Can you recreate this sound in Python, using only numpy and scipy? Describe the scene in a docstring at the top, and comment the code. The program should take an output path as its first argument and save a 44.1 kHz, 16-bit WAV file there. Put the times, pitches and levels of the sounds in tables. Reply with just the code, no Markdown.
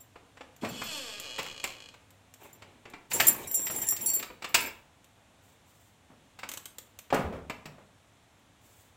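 """A velvet hem is folded and pressed on a padded wooden board, heard close in a small, hard room.
The board thumps under the leaning hand and creaks by stick and slip, slowing into single clicks.
Steel scissors are dragged over the rustling cloth, their blades clinking, then put down with a clack
and a short skid. Small dry ticks follow, then a dull thump and soft smoothing of the velvet."""
import sys
import numpy as np
from scipy import signal
from scipy.fft import rfft, irfft
from scipy.io import wavfile
from scipy.ndimage import uniform_filter1d, map_coordinates

SR = 44100
rng = np.random.default_rng(int(sys.argv[2]) if len(sys.argv) > 2 else 0)


def master(y):
    """Save y as 16-bit WAV."""
    cut = np.clip(np.atleast_2d(y).T, -1, 1)
    pcm = np.round(cut * 32767)  # scale
    wavfile.write(sys.argv[1], SR, pcm.astype(np.int16))


N = 395136

# bright hiss of the velvet pile and of scraping blades: f/Hz, level/dB
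HISS_SPECTRUM = [(2000, -23), (3500, -6), (5500, -5.5), (7600, 4), (9500, -6), (15000, -2)]


def amp(db):
    """Decibels to gain."""
    return 10 ** (np.asarray(db) / 20)


def unit(x):
    """Scale to rms 1."""
    return x / np.sqrt(np.mean(x ** 2) + 1e-20)


def along(points, hz):
    """Read a curve of (frequency, value) points on a log axis."""
    f, v = np.transpose(points)
    return np.interp(np.log(hz + 1), np.log(f + 1), v)


def wobble(rate):
    """A smooth random curve, rate knots a second."""
    return map_coordinates(rng.standard_normal(int(N * rate / SR) + 4), [np.arange(N) * rate / SR])


def noise(spectrum, size):
    """Coloured noise of rms 1."""
    colour = amp(along(spectrum, np.fft.rfftfreq(size, 1 / SR)))
    return unit(irfft(rfft(rng.standard_normal(size)) * colour, size))


def fade(attack, t60):
    """Percussive envelope, half a second long."""
    t = np.arange(SR // 2) / SR
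    return (1 - np.exp(-t / attack)) * np.exp(-np.log(1000) * t / t60)


def add(track, s, sound):
    """Mix a sound into a track at time s."""
    part = track[max(round(s * SR), 0):][:len(sound)]
    part += sound[:len(part)]


def stroke(start, length, attack_s=0.031, sag_db_per_s=11.5, release_t60=0.21):
    """Envelope of a hand movement: it swells, eases off while it lasts and dies away."""
    out, t = np.zeros(N), np.arange(SR) / SR
    rise = np.minimum(t / attack_s, 1)
    release = np.exp(-np.log(1000) * np.maximum(t - length, 0) / release_t60)
    add(out, start, rise * amp(-sag_db_per_s * np.minimum(t, length)) * release)
    return out


def resonator(modes, stiffness):
    """Impulse response of energy 1: damped modes, their pitches scaled by the stiffness."""
    t = np.arange(2048) / SR
    ring = np.zeros(len(t))
    for k, (hz, width, db) in enumerate(modes):
        envelope = amp(db) * width * np.exp(-np.pi * width * t)
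        ring += (-1) ** k * envelope * np.sin(2 * np.pi * hz * stiffness * t)
    return ring / np.linalg.norm(ring)


def in_room(x, wet_db):
    """A sound with a fresh tail from the walls, which answer within a few milliseconds."""
    # decay of the room: f/Hz, t60/s
    decay = [(100, 0.99), (500, 0.55), (2500, 0.43), (7000, 0.3), (15000, 0.36)]
    hz, t, bands = signal.stft(rng.standard_normal(SR // 2), SR, nperseg=256)
    bands *= np.exp(-np.log(1000) * t / along(decay, hz)[:, None])
    tail = signal.istft(bands, SR, nperseg=256)[1]
    tail *= 1 - np.exp(-np.arange(len(tail)) / SR / 0.0016)
    tail *= amp(wet_db) / np.linalg.norm(tail)
    tail[0] = 1  # direct sound
    return signal.fftconvolve(x, tail)


def room_tone(air_db=-62):
    """A bed of still air with a faint, wavering electric hum."""
    # the quiet room: f/Hz, level/dB
    air_spectrum = [(15, -56.5), (25, -25), (102, -1.5), (127, -8.5), (223, -12.5), (270, -11),
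                    (363, -17.5), (714, -14.5), (1400, -20.5), (3620, -23), (4740, -31), (7310, -27.5),
                    (16000, -44)]
    hum = np.sin(2 * np.pi * np.cumsum(99 + wobble(3)) / SR) * amp(-75 + wobble(4))
    return amp(air_db + .4 * wobble(3)) * noise(air_spectrum, N) + hum


def cloth():
    """Cloth drags over the board: each fold catches briefly at its own pitch, and the pile hisses."""
    # strokes over the cloth: t/s, length/s, rub level/dB, hiss level/dB
    gestures = [(2.389, 0.094, -48.5, -58), (2.534, 0.22, -55.5, -87), (2.85, 0.056, -49, -87),
                (3.098, 0.2, -31.5, -33), (3.326, 0.13, -40, -48), (3.48, 0.66, -44, -52.5),
                (3.69, 0.16, -40.5, -43), (3.976, 0.27, -41.5, -49), (4.424, 0.073, -51, -73),
                (4.55, .11, -43, -45), (5.41, .12, -77.5, -64.5), (5.65, 0.25, -76, -63.5),
                (8.358, 0.047, -67, -76), (8.608, .26, -65, -59.5)]
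    # dull rub of cloth on the board: f/Hz, level/dB
    rub_spectrum = [(40, -17.5), (110, -5.5), (280, 1.5), (520, 0), (700, -7), (900, -1), (1300, -14),
                    (2200, -7.5), (4000, -19), (6000, -55.5)]
    envelopes = np.array([stroke(s, length) for s, length, _, _ in gestures])
    rub, hiss = np.sqrt(amp(np.array(gestures)[:, 2:].T) ** 2 @ envelopes ** 2)
    bands = signal.stft(noise(rub_spectrum, N), nperseg=512)[2]
    folds = uniform_filter1d(rng.standard_normal(bands.shape), size=5, axis=0)
    folds = unit(uniform_filter1d(folds, size=4, axis=1))  # patches in pitch and time
    crumple = unit(signal.istft(bands * amp(4.5 * folds), nperseg=512)[1][:N])
    catches = unit(amp(2.2 * wobble(70)))
    rustle = catches * (amp(-6) * rub * crumple + amp(-3.5) * hiss * noise(HISS_SPECTRUM, N))
    return in_room(rustle, wet_db=-6.5)[:N]


def ticks():
    """Tiny catches: each a sharp snap that is gone within milliseconds."""
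    # small dry ticks: t/s, level/dB
    cues = [(0.5638, -47), (1.1988, -29), (1.4294, -34.5), (1.641, -25), (2.1053, -47), (2.339, -41),
            (2.9, -47), (5.044, -50), (6.4897, -25.5), (6.516, -28), (6.5375, -29), (6.5732, -29),
            (6.656, -30), (6.784, -30.5), (6.989, -33), (7.1444, -25.5), (7.498, -37)]
    # colour of a snap: f/Hz, level/dB
    snap_spectrum = [(240, -9.5), (400, -5.5), (1510, -5.5), (3310, -3), (4950, -10), (7400, 1),
                     (10100, -10.5), (14600, -4), (16000, -21.5)]
    out = np.zeros(N)
    for s, db in cues:
        snap = amp(db - 5) * noise(snap_spectrum, SR // 2) * fade(0.000095, 0.038)
        add(out, s, in_room(snap, wet_db=-6.5))
    return out


def thumps():
    """A soft blow gives the board a push of a cycle or two, then its panel and frame rumble on."""
    # dull blows on the board: t/s, force/dB, push f/Hz
    blows = [(0.622, -41.5, 316), (0.633, -31, 228), (6.101, -54.5, 268), (7.126, -24.5, 706),
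             (7.145, -30, 474), (7.193, -35, 192.5), (7.243, -38, 76), (7.325, -41, 607),
             (7.358, -50.5, 112), (7.656, -44.5, 192), (7.688, -58.5, 170), (7.782, -54.5, 600)]
    # the board's low boom: f/Hz, level/dB
    boom_spectrum = [(25, -28.5), (60, -5.5), (150, 12.5), (260, 10.5), (400, -13), (700, -28),
                     (2000, -62.5)]
    # its midrange thud: f/Hz, level/dB
    thud_spectrum = [(200, -15.5), (450, 2), (800, -2.5), (1300, -7), (2500, -15), (4000, -27),
                     (12000, -39)]
    out, t = np.zeros(N), np.arange(SR // 2) / SR
    for s, db, push_hz in blows:
        push_db = db + 7 + 0.25 * (db + 35)  # the push stands out more in a heavy blow
        thud_db = db - 1.5 + 3 * np.log2(push_hz / 450)  # a quicker push gives more thud
        cycles = push_hz * t
        swell = cycles / .7 * np.exp(1 - cycles / .7)
        push = -amp(push_db) * np.sin(2 * np.pi * cycles) * swell
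        boom = amp(db - 6) * noise(boom_spectrum, SR // 2) * fade(0.00057, 0.29)
        thud = amp(thud_db) * noise(thud_spectrum, SR // 2) * fade(0.00055, 0.32)
        add(out, s, in_room(push + boom + thud, wet_db=-5.5))
    return out


def knocks(soft_rolloff=1.9):
    """Hard contacts excite dense, quickly damped wood modes; harder ones are brighter."""
    # hard things knocking on wood: t/s, level/dB, hardness/(dB per octave)
    hits = [(0.156, -52, -6.5), (0.37, -52, -2.5), (0.407, -45.5, -4), (0.646, -38.5, -1), (0.815, -36, -2),
            (1.382, -37, 0), (1.388, -32, -0.5), (1.46, -41.5, 0), (1.639, -31.5, -0.5),
            (1.939, -53.5, -0.5), (2.62, -48, -2), (2.853, -48.5, -3.5), (2.935, -44, -3.5),
            (3.114, -35.5, 2), (3.199, -20.5, 1), (3.592, -49.5, -2.5), (3.667, -39, 3), (3.697, -39.5, -3),
            (3.782, -47.5, -5.5), (3.819, -49.5, -2), (3.922, -44, -2.5), (3.963, -49.5, 9.5),
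            (4.194, -41.5, 1.5), (4.225, -38.5, 2), (4.3, -49.5, -6.5), (4.421, -41, -0.5),
            (4.442, -34.5, -0.5), (4.543, -18, 2.94), (6.388, -45.5, 0), (6.431, -38, -2),
            (7.102, -41, -2.5), (7.497, -34.5, -3.5), (7.655, -44, 0)]
    # the wood's clack: f/Hz, level/dB
    clack_spectrum = [(60, -12), (150, -11.5), (520, -5.5), (1000, -2.5), (1700, -4.5), (2400, 0),
                      (3500, -8.5), (5200, -11), (6400, -17), (7600, -9.5), (9800, -28.5), (15000, -21)]
    out, hz = np.zeros(N), np.fft.rfftfreq(SR // 2, 1 / SR)
    octaves = np.log2(np.maximum(hz, 350) / 2000)
    top_octaves = np.log2(np.maximum(hz, 7000) / 7000)  # soft contacts lose extra top end
    for s, db, hardness in hits:
        tilt_db = hardness * octaves + soft_rolloff * min(hardness, 0) * top_octaves
        wood = irfft(rfft(noise(clack_spectrum, SR // 2)) * amp(db + tilt_db))
        add(out, s, in_room(amp(12.5) * wood * fade(0.0054, 0.049), wet_db=-5.5))
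    return out


def across_board(x):
    """Echoes from the edges of the board spread each slip over a few milliseconds."""
    echoes = fade(.0005, .03) * rng.standard_normal(SR // 2)
    echoes *= .57 / np.linalg.norm(echoes)
    echoes[0] = .82  # direct sound
    return signal.fftconvolve(x, echoes)[:N]


def creak():
    """Stick and slip under a leaning hand: a buzz that darkens and slows into single, uneven clicks."""
    # pace of the creak: t/s, slip rate/Hz
    slip_rate = [(.78, 375), (.92, 312), (1.0, 268), (1.1, 213), (1.18, 201), (1.29, 126), (1.36, 108),
                 (1.48, 88), (1.55, 55), (1.75, 68), (1.85, 54)]
    # the joint sticks and lets go once: t/s, level/dB
    lone_slips = [(1.603, -52), (1.676, -47), (1.888, -52)]
    # the board's resonances before stiffness scales them: f/Hz, width/Hz, level/dB
    board_modes = [(610, 200, -5.5), (1100, 460, -10.5), (2580, 124, -1), (2980, 167, -1),
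                   (3444, 240, -0.5), (4240, 230, -2), (5230, 1100, -8.5), (6240, 160, -8.5),
                   (7020, 830, -7), (13300, 600, -13.5)]
    start_s, peak_s, end_s = 0.612, 0.93, 1.86  # the hand leans in, presses hardest, comes to rest
    rise_db_per_s, fall_db_per_s = 45, 14.5
    jitter, scatter_db = .0045, 1.2  # uneven pace and size at full speed; both grow as it slows
    t = np.arange(N) / SR
    rate = np.interp(t, *np.transpose(slip_rate))
    slowness = rate.max() / rate
    count = np.cumsum(rate * np.exp(jitter * slowness ** 2 * wobble(120))) / SR
    exact = np.interp(np.arange(1, count[-1] - 1), count, np.arange(N))  # slip times in samples
    at = exact.astype(int)
    size = np.sqrt(SR / rate[at])  # a longer stick lets go harder
    size *= amp(scatter_db * np.sqrt(slowness[at]) * rng.standard_normal(len(at)))
    slips = np.bincount(at, size * (1 - exact + at), N) + np.bincount(at + 1, size * (exact - at), N)
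    # rough rubbing gives way to regular slips as the pressure builds
    regular = np.interp(t, (.72, .92), [.15, 1])
    slips = np.sqrt(regular) * slips + np.sqrt(1 - regular) * rng.standard_normal(N)
    slips += amp(-9) * rng.standard_normal(N) / slowness  # friction hisses while the slide is fast
    effort_db = -39.5 - np.maximum(rise_db_per_s * (peak_s - t), fall_db_per_s * (t - peak_s))
    slips *= amp(effort_db) * (t > start_s) * (t < end_s)
    for s, db in lone_slips:
        add(slips, s, amp([db]) * np.sqrt(SR / rate.min()))
    # a fast slide is pressed harder, which stiffens the contact; a slow, light one loses its treble
    fast = signal.fftconvolve(slips, resonator(board_modes, stiffness=1.012))[:N]
    slow = signal.fftconvolve(slips, resonator(board_modes, stiffness=.96))[:N]
    slow = signal.sosfilt(signal.butter(2, 8800, fs=SR, output='sos'), slow)
    blend = np.interp(rate, [120, 280], [0, 1])
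    return in_room(across_board(slow + blend * (fast - slow)), wet_db=-4)[:N]


def skid():
    """Once put down, the scissors slide a little over the wood, and friction keeps them ringing."""
    # resonances of the skid before stiffness scales them: f/Hz, width/Hz, level/dB
    skid_modes = [(250.5, 70, -2), (540, 120, 0.5), (1667, 88, -2.5), (2400, 170, 4.5), (2820, 54, -2.5),
                  (5310, 78, -4.5), (7540, 73, -13)]
    friction = amp(-40) * stroke(start=4.55, length=0.13) * rng.standard_normal(N)
    return signal.fftconvolve(friction, resonator(skid_modes, stiffness=0.96))[:N]


def scissors():
    """Each touch rings four groups of blade modes; a hard one clamps the blades and damps them sooner."""
    # blade touches: t/s, then level/dB of the groups below 8 kHz and near 10.5, 13.5 and 14.5 kHz
    clinks = [(0.003, -53.5, -63, -55, -49), (0.688, -47, -60, -54, -42.5), (0.836, -63, -60, -44, -39.5),
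              (2.433, -62, -65, -55, -53), (2.529, -55, -61, -53.5, -56), (3.133, -30, -31, -37, -35),
              (3.2, -33.5, -38.5, -26.5, -35), (3.268, -25, -24.5, -12, -21),
              (3.281, -19.5, -16, -13, -21.5), (3.472, -36.5, -41.5, -43, -47),
              (3.512, -39.5, -49, -29, -39), (3.542, -26, -28.5, -26, -33.5),
              (3.561, -28, -48.5, -42, -44.5), (3.615, -35, -45, -50, -38), (3.652, -33.5, -46, -32, -43.5),
              (3.706, -39.5, -37.5, -38.5, -36), (3.761, -35, -37.5, -33, -39),
              (3.816, -32, -41, -32.5, -46), (3.867, -30.5, -37.5, -46.5, -49),
              (3.886, -22.5, -35, -26, -36.5), (3.905, -37.5, -36, -40.5, -23.5),
              (4.008, -35.5, -42.5, -45.5, -34), (4.06, -24.5, -23, -27.5, -34.5),
              (4.088, -27, -44, -41, -28.5), (4.134, -25.5, -33, -33, -22), (4.487, -52.5, -60, -50, -45),
              (4.606, -46, -39, -36.5, -39.5), (4.657, -43, -56, -41.5, -39.5)]
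    # modes of the steel blades: f/Hz, level/dB within the group
    blade_modes = [(5674, -50), (5782, -58), (7251, -40), (7440, -38), (7553, -40.5), (10427, -54.5),
                   (10680, -46), (13491, -46), (13604, -51.5), (14416, -43.5), (14788, -52.5)]
    # each group's answer to a -26 dB touch: attack/s, t60/s before the cap, flutter/dB
    mode_groups = [(0.0017, 0.25, 5), (0.0016, 0.15, 4), (.0015, 0.15, 4.5), (0.0055, 0.27, 3)]
    # borders between the groups: f/Hz
    group_edges = [9000, 12000, 14000]
    # one blade swings free of the grip: t/s, f/Hz, level/dB
    loose_blade = [(3.868, 1810, -47.5), (4.069, 4355, -44.5), (4.068, 4520, -42.5)]
    lift_s, drop_s, held_t60, lying_t60 = 3.1, 4.4, 0.47, 0.12  # the ring is capped shorter on the cloth
    halving_db, chatter_hz = 13, 65  # extra force that halves the ring time; pace of the flutter
    out, t = np.zeros(N), np.arange(SR // 3) / SR
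    hz, mode_db = np.transpose(blade_modes)
    group = np.digitize(hz, group_edges)
    attack, ring_s, flutter_db = np.array(mode_groups)[group].T
    for s, *group_db in clinks:
        db = max(group_db)
        longest = held_t60 if lift_s < s < drop_s else lying_t60
        t60 = np.minimum(ring_s * 2 ** (-(db + 26) / halving_db), longest)
        gain = amp(mode_db + 2.5 * rng.standard_normal(len(hz)))
        gain = gain / np.sqrt(np.bincount(group, gain ** 2))[group] * amp(group_db)[group]
        grip_hz = hz + 7 * rng.standard_normal(len(hz))  # the grip detunes each mode a little
        # sliding contact jostles the phases at first, then they settle
        jolts = rng.standard_normal((len(hz), len(t))) * (.02 + .12 * np.exp(-t / .02))
        jostle = uniform_filter1d(np.cumsum(jolts, axis=1), size=60, axis=1)
        # the blades rub on each other, so each mode flutters
        flutter = amp(flutter_db[:, None] * rng.standard_normal((len(hz), 64)))
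        envelopes = [np.interp(t * chatter_hz, np.arange(64), knots) * fade(rise, decay)[:len(t)]
                     for knots, rise, decay in zip(flutter, attack, t60)]
        phase = 2 * np.pi * (grip_hz[:, None] * t + rng.random((len(hz), 1))) + jostle
        ring = amp(1.5) * gain @ (envelopes * np.sin(phase))
        scrape = amp(db - 8) * noise(HISS_SPECTRUM, SR // 2) * fade(.0006, 0.031)
        add(out, s, in_room(ring + scrape[:len(t)], wet_db=-15.5))
    for s, blade_hz, db in loose_blade:
        add(out, s, amp(db) * np.sin(2 * np.pi * blade_hz * t) * fade(0.0064, 0.55)[:len(t)])
    return out


def scene():
    """Everything sits in the centre, with a trace of width in the treble."""
    mid = thumps() + knocks() + ticks() + scissors() + skid() + creak() + cloth() + room_tone()
    width = [(2500, -65.5), (5000, -32.5), (7400, -23.5), (13000, -16.5)]  # f/Hz, side level/dB
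    side = irfft(1j * rfft(mid) * amp(along(width, np.fft.rfftfreq(N, 1 / SR))), N)
    return np.array([mid + side, mid - side])


def record(dry):
    """A brick-wall low-pass takes off the very top."""
    top_hz = 15900
    return irfft(rfft(dry) * (np.fft.rfftfreq(N, 1 / SR) < top_hz), N)


dry = scene()
out = record(dry)
master(out)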